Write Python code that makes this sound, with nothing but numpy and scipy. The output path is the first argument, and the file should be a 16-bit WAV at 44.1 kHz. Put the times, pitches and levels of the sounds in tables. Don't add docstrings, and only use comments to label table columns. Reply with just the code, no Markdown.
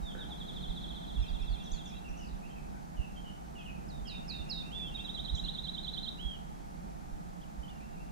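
import sys
import numpy as np
from scipy import signal
from scipy.fft import rfft, irfft
from scipy.io import wavfile
from scipy.ndimage import uniform_filter1d, map_coordinates

SR = 44100
rng = np.random.default_rng(int(sys.argv[2]) if len(sys.argv) > 2 else 0)


def dump_mix(stems):
    frames = np.atleast_2d(stems).T
    limited = np.clip(frames, -1, 1)
    pcm = np.round(limited * 32767).astype(np.int16)
    wavfile.write(sys.argv[1], SR, pcm)


N = 357651
TIME = np.arange(N) / SR
FREQ = np.maximum(np.arange(N // 2 + 1) * SR / N, 1)

# share of the note, pitch in Hz, level in dB.
SLIDE_SHAPE = [(0, 5450, -18), (.08, 5220, -4), (.16, 4650, -1), (.23, 4120, 0), (.31, 3880, -2),
               (.43, 3750, -4), (.82, 3670, -4), (.95, 3590, -6), (1, 3480, -20)]
ARCH_SHAPE = [(0, 2650, -19), (.11, 3200, -7), (.23, 3470, -3), (.36, 3530, 0), (.53, 3520, 0),
              (.72, 3440, -2), (.87, 3220, -4), (.96, 3040, -7), (1, 2950, -26)]
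WARBLE_SHAPE = [(0, 3950, -24), (.1, 4020, -7), (.25, 4040, 0), (.33, 3790, -3), (.41, 3500, -9),
                (.49, 3330, -11), (.58, 3110, -11), (.65, 3150, -8), (.73, 3480, -2), (.81, 3800, 1),
                (.89, 3930, 0), (1, 4020, -16)]
# start in seconds, length in seconds, pitch ratio, level in dB.
SLIDE_NOTES = [(3.879, .13, 1, -53.5), (4.067, .137, 1, -41.5), (4.275, .15, 1, -38.5),
               (4.489, .137, 1.01, -35)]
ARCH_NOTES = [(4.706, .197, .995, -37), (6.175, .195, .94, -39.5)]

def near_sparrow(trill_start_s=4.9385, period_s=.0989, settle_notes=1.9):
    k = np.arange(12)
    unsettled = np.exp(-k / settle_notes)
    starts = trill_start_s + period_s * k
    lengths = .074 + .0044 * unsettled
    reach = 1 - .29 * unsettled
    levels = -33.5 - 1.5 * unsettled
    warbles = list(zip(starts, lengths, reach, levels))
    song = phrase(SLIDE_SHAPE, SLIDE_NOTES) + phrase(ARCH_SHAPE, ARCH_NOTES)
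    song += phrase(WARBLE_SHAPE, warbles, base_hz=3200, uneven_db=.5, uneven_pitch=.005)
    return among_trees(song, left_db=-9.5, lag_ms=.23, scatter_db=-9.5, t60=.31)


# share of the note, pitch in Hz, level in dB.
SLUR_SHAPE = [(0, 4060, -27), (.16, 4260, -19), (.36, 3970, -12), (.5, 3730, -4), (.64, 3470, 1),
              (.76, 3290, -3), (.84, 3180, -8), (.92, 3200, -15), (1, 3350, -24)]
SLOW_SLUR_SHAPE = [(0, 3860, -24), (.2, 3770, -15), (.45, 3680, -2), (.63, 3500, 0), (.8, 3300, -3),
                   (.94, 3100, -4), (1, 3030, -20)]
# start in seconds, length in seconds, pitch ratio, level in dB.
OPENING_NOTES = [(0.01, 0.12, 1, -44.5), (0.165, 0.08, 1.017, -42.5)]

def trilling_sparrow(start_s=.279, period_s=.0638, slur_s=.074, lag_s=.074, settle_notes=2.2):
    k = np.arange(25)
    unsettled = np.exp(-k / settle_notes)
    tired = (k / k[-1]) ** 1.24
    starts = start_s + period_s * k + lag_s * (1 - unsettled)
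    reach = 1 - .197 * unsettled - .196 * tired ** 2
    levels = -41.5 - 6.5 * tired - 2.5 * (k == k[-1])
    slurs = [(start, slur_s, ratio, db) for start, ratio, db in zip(starts, reach, levels)]
    song = phrase(SLOW_SLUR_SHAPE, OPENING_NOTES)
    song += phrase(SLUR_SHAPE, slurs, base_hz=3200, uneven_db=.4, uneven_pitch=.005)
    return among_trees(song, left_db=-5, lag_ms=.25, scatter_db=-4, t60=.45)


def phrase(shape, notes, base_hz=0, uneven_db=0, uneven_pitch=0):
    track = np.zeros(N)
    share, hz, db = np.transpose(shape)
    for start, length, reach, note_db in notes:
        louder, higher = rng.standard_normal(2)
        progress = np.linspace(0, 1, int(length * SR))
        contour = uniform_filter1d(np.interp(progress, share, hz), size=180, mode="nearest")
        pitch = (base_hz + reach * (contour - base_hz)) * (1 + uneven_pitch * higher)
        gain = undb(note_db + uneven_db * louder + np.interp(progress, share, db))
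        add(track, start, whistle(pitch, gain * signal.windows.tukey(len(gain), .06)))
    return track


def whistle(hz, gain, waver=.008, flutter_db=2.5):
    hz = hz * (1 + waver * walk(237.8, len(hz)))
    flutter = undb(flutter_db * walk(166.4, len(hz)))
    return gain * flutter * np.sin(2 * np.pi * np.cumsum(hz) / SR)


def glides(notes, waver):
    track = np.zeros(N)
    for start, length, first, middle, last, db in notes:
        progress = np.linspace(0, 1, int(length * SR))
        pitch = np.polyval(np.polyfit([0, .5, 1], [first, middle, last], 2), progress)
        gain = undb(db) * signal.windows.tukey(len(pitch), .6)
        add(track, start, whistle(pitch, gain, waver))
    return track


def among_trees(sound, left_db, lag_ms, scatter_db, t60, late_db=-15, late_t60=1.0):
    t = TIME[:SR]
    echoes = rng.standard_normal((2, SR)) * np.exp(.5 * rng.standard_normal((2, SR)))
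    twigs, trunks = undb(-60 * t / t60), undb(late_db - 60 * t / late_t60)
    echoes *= (1 - np.exp(-t / .006)) * (twigs + trunks)
    echoes *= undb([[scatter_db + 1], [scatter_db]]) / np.linalg.norm(echoes, axis=1, keepdims=True)
    left = undb(left_db) * irfft(rfft(sound) * np.exp(-2j * np.pi * FREQ * lag_ms / 1000), N)
    return np.array([left, sound]) + signal.fftconvolve(sound[None], echoes, axes=1)[:, :N]


# start and length in seconds, first, middle and
# last pitch in Hz, level in dB.
FAR_GLIDES = [(2.035, .075, 2850, 2627, 2260, -52.5), (2.1, 0.057, 2476, 2670, 2860, -55.5),
              (2.175, 0.096, 3000, 2820, 2350, -56.5), (2.42, 0.057, 2375, 2634, 2860, -55),
              (2.485, 0.081, 3050, 3120, 3000, -63), (2.55, 0.057, 2830, 2500, 2280, -57.5),
              (2.957, 0.12, 3180, 2730, 2750, -53.5), (3.15, 0.07, 3070, 3150, 3210, -54),
              (3.235, 0.086, 2940, 2940, 2880, -52.5), (3.54, 0.1, 3150, 2630, 2520, -54),
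              (3.575, .06, 3500, 3190, 2650, -56.5), (3.637, .088, 3200, 2680, 2220, -50),
              (4.04, .073, 3250, 3000, 2670, -50), (4.1, 0.067, 2875, 2530, 2370, -52),
              (4.295, 0.067, 2410, 2614, 2900, -51.5), (5.425, 0.073, 2740, 2900, 3000, -55)]

def carolling_bird():
    return among_trees(glides(FAR_GLIDES, waver=.022), left_db=-5, lag_ms=.3, scatter_db=-2.5, t60=.38)


# share of the note, pitch in Hz, level in dB.
LILT_SHAPE = [(0, 2820, -22), (.1, 2770, -4), (.25, 2750, -4), (.33, 2620, -13), (.43, 2380, -4),
              (.54, 2560, -6), (.62, 2700, 0), (.78, 2710, -1), (1, 2690, -28)]
# start in seconds, number of syllables, level in dB, stress on the dip in dB.
LILTING_SONGS = [(1.168, 5, -58, 7.5), (4.054, 6, -52.5, 0), (7.742, 3, -63, 7)]

def lilting_bird(syllable_s=.15, period_s=.171):
    track = np.zeros(N)
    share, hz, db = np.transpose(LILT_SHAPE)
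    depth = np.clip((np.median(hz) - hz) / (np.median(hz) - hz.min()), 0, 1)
    for start, count, song_db, dip_db in LILTING_SONGS:
        shape = np.transpose([share, hz, db + dip_db * depth])
        notes = [(start + k * period_s, syllable_s, 1, song_db) for k in range(count)]
        track += phrase(shape, notes, uneven_db=1.2, uneven_pitch=.006)
    return among_trees(track, left_db=-5, lag_ms=.3, scatter_db=-4, t60=.28)


# start and length in seconds, first, middle and last pitch in Hz, level in dB.
THIN_CALLS = [(1.205, 0.059, 5450, 5530, 5460, -58.5), (1.275, 0.042, 4950, 4660, 4570, -58),
              (1.485, 0.083, 4750, 4330, 3600, -56), (1.725, 0.033, 4430, 4640, 4500, -55),
              (1.74, 0.059, 4740, 4160, 3700, -53.5), (1.935, .07, 3360, 3920, 3270, -55.5)]
CRISP_CHIRPS = [(7.406, .021, 2750, 3200, 3600, -62), (7.422, .028, 3670, 3110, 2680, -58.5),
                (7.623, 0.046, 2830, 3100, 2680, -54.5), (7.673, 0.031, 2650, 3300, 3650, -55),
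                (7.688, 0.056, 2900, 2890, 2600, -57)]

def thin_voices():
    calls = glides(THIN_CALLS + CRISP_CHIRPS, waver=.008)
    return among_trees(calls, left_db=-5, lag_ms=.25, scatter_db=-10, t60=.25)


# start in seconds, number of chips, pitch in Hz, sweep as a share of it, level in dB.
HIGH_CHIPS = [(1.42, 1, 5600, -.2, -57), (1.636, 2, 6000, -0.25, -57), (1.714, 1, 6260, 0.32, -45),
              (1.852, 3, 6350, -0.26, -54.5), (2.085, 1, 5800, -.2, -57), (2.169, 10, 6350, 0.25, -54.5),
              (5.349, 1, 6300, 0.52, -47)]

def chipping_bird(chip_s=.0135, period_s=.0195, fall_octaves=.1, fade_db=1):
    notes = []
    for start, count, hz, sweep, db in HIGH_CHIPS:
        for k in range(count):
            middle = hz * 2 ** (-fall_octaves * k)
            first, last = middle * (1 - sweep / 2), middle * (1 + sweep / 2)
            notes.append((start + k * period_s, chip_s, first, middle, last, db - fade_db * k))
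    return among_trees(glides(notes, waver=.031), left_db=-4, lag_ms=.19, scatter_db=-2.5, t60=.23)


# start in seconds, centre and width in Hz, rise and decay in seconds, level in dB.
FAR_KNOCKS = [(0.15, 466, 200, 0.0016, 0.0074, -40), (.149, 1430, 500, 0.0023, 0.0036, -42),
              (.16, 1540, 380, 0.047, 0.022, -52), (0.258, 820, 210, 0.043, 0.029, -53.5),
              (2.71, 1500, 260, 0.034, 0.043, -61)]

def knocks():
    track = np.zeros(N)
    for start, hz, width, rise, decay, db in FAR_KNOCKS:
        band = irfft(rfft(rng.standard_normal(N)) / (1 + (2 * (FREQ - hz) / width) ** 4), N)
        age = np.maximum(TIME - start, 0)
        envelope = np.minimum(age / rise, 1) * np.exp(-np.maximum(age - rise, 0) / decay)
        track += undb(db) * envelope * band / band.std()
    return among_trees(track, left_db=-7, lag_ms=.064, scatter_db=-1, t60=.25)


# middle and length in seconds, pitch in Hz, level in dB.
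HAND_BUMPS = [(0.03, 0.071, 56, -30), (0.707, 0.066, 41.7, -27.5), (1.203, .11, 54, -20.5),
              (1.331, .12, 41, -25.5), (1.429, 0.11, 36.2, -28), (1.516, 0.103, 38.7, -22.5),
              (1.738, 0.067, 31.7, -24.5), (2.111, 0.069, 41.6, -30), (2.348, .091, 42.6, -33),
              (3.001, 0.052, 42.5, -21.5), (4.008, 0.13, 43.6, -33), (4.413, .056, 49.7, -30.5),
              (5.339, 0.0896, 48.4, -23), (5.444, 0.067, 48, -29.5), (6.264, 0.06, 56.5, -25.5),
              (7.137, .073, 36.2, -31), (7.6, 0.065, 45.3, -31)]

def hand_bumps(left_db=-8, left_lead_rad=1.56, wobble=.19):
    left, right = np.zeros((2, N))
    for middle, length, hz, db in HAND_BUMPS:
        start, size = middle - length / 2, int(length * SR)
        pitch = hz * (1 + wobble * walk(83, size))
        phase = 2 * np.pi * (rng.random() + np.cumsum(pitch) / SR)
        swell = undb(db) * np.hanning(size)
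        octave = undb(6) * swell ** 2 * np.sin(2 * phase)
        add(left, start, undb(left_db) * (swell * np.sin(phase + left_lead_rad) + octave))
        add(right, start, swell * np.sin(phase) + octave)
    return np.array([left, right])


# frequency in Hz, relative level in dB.
RUMBLE_SPECTRUM = [(12, -59), (20, -2.5), (43, -3.5), (62, -1), (72, -15), (86, -12.5), (113, -20.5),
                   (137, -8), (169, -5), (220, -9.5), (260, -17), (299, -18), (325, -19.5), (358, -21.5),
                   (560, -29), (730, -40), (1230, -120)]
HISS_SPECTRUM = [(330, -52), (560, -7.5), (699, 1), (838, 1), (911, -2.5), (1030, -8), (1110, -8.5),
                 (1190, -6.5), (1880, -10.5), (2040, -11.5), (2250, -12.5), (2580, -13), (2730, -15.5),
                 (6560, -17.5), (15500, -28)]
# time in seconds, relative level in dB.
TRAFFIC_SWELL = [(0, -48), (2.5, -51), (3.9, -51), (4.6, -48.5), (6.6, -51), (8.11, -52)]

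def far_traffic(rumble_db=-47.5, hiss_db=-60.56, unrest_db=.73):
    seconds, db = np.transpose(TRAFFIC_SWELL)
    swell_db = np.interp(TIME, seconds, db - db.mean())
    rumble = diffuse_noise(RUMBLE_SPECTRUM, side_db=1.3) * undb(rumble_db + swell_db + unrest_db * walk(7))
    hiss = diffuse_noise(HISS_SPECTRUM, side_db=1.6) * undb(hiss_db + .45 * swell_db)
    return rumble + hiss


# frequency in Hz, side minus mid in dB.
STEREO_WIDTH = [(60, -3.5), (110, 3.5), (200, 1.5), (380, 3.5), (700, 10), (1290, 7), (2380, -1),
                (4400, -5), (8120, 0), (15000, -3.5)]
# frequency in Hz, left minus right in dB.
STEREO_LEAN = [(60, -5.5), (110, 0.5), (200, -3), (380, -2.5), (700, -0.5), (1290, 0), (2380, -0.5),
               (4400, -2.5), (8120, -1), (15000, -0.5)]

def diffuse_noise(spectrum, side_db):
    mid, side = rfft(rng.standard_normal((2, N))) * colour(spectrum)
    side *= colour(STEREO_WIDTH) * undb(side_db)
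    lean = np.sqrt(colour(STEREO_LEAN))
    pair = irfft(np.array([(mid + side) * lean, (mid - side) / lean]), N)
    return pair / pair.mean(axis=0).std()


# pitch in Hz, level in dB.
DRONE_TONES = [(180, -61.5), (300, -69)]

def drone(waver_hz=2.21, waver_db=1.7):
    pair = np.zeros((2, N))
    for hz, db in DRONE_TONES:
        for port in pair:
            gain = np.sqrt(2) * undb(db + waver_db * walk(4.5))
            pitch = hz + waver_hz * walk(9)
            port += gain * np.sin(2 * np.pi * np.cumsum(pitch) / SR)
    return pair


def undb(db):
    return 10 ** (np.asarray(db) / 20)


def colour(points):
    hz, db = np.transpose(points)
    return undb(np.interp(np.log(FREQ), np.log(hz), db))


def walk(rate, size=N):
    steps = np.arange(size) / SR * rate
    return map_coordinates(rng.standard_normal(1024), [steps], order=3, mode="wrap")


def add(track, start, sound):
    first = int(round(start * SR))
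    lo, hi = max(first, 0), min(first + len(sound), N)
    track[lo:hi] += sound[lo - first:hi - first]


def scene():
    sparrows = near_sparrow() + trilling_sparrow()
    neighbours = carolling_bird() + lilting_bird() + thin_voices() + chipping_bird()
    return sparrows + neighbours + knocks() + hand_bumps() + far_traffic() + drone()


def record(dry, top_hz=15550):
    return signal.sosfilt(signal.ellip(10, .2, 70, top_hz, fs=SR, output="sos"), dry)


dry = scene()
out = record(dry)
dump_mix(out)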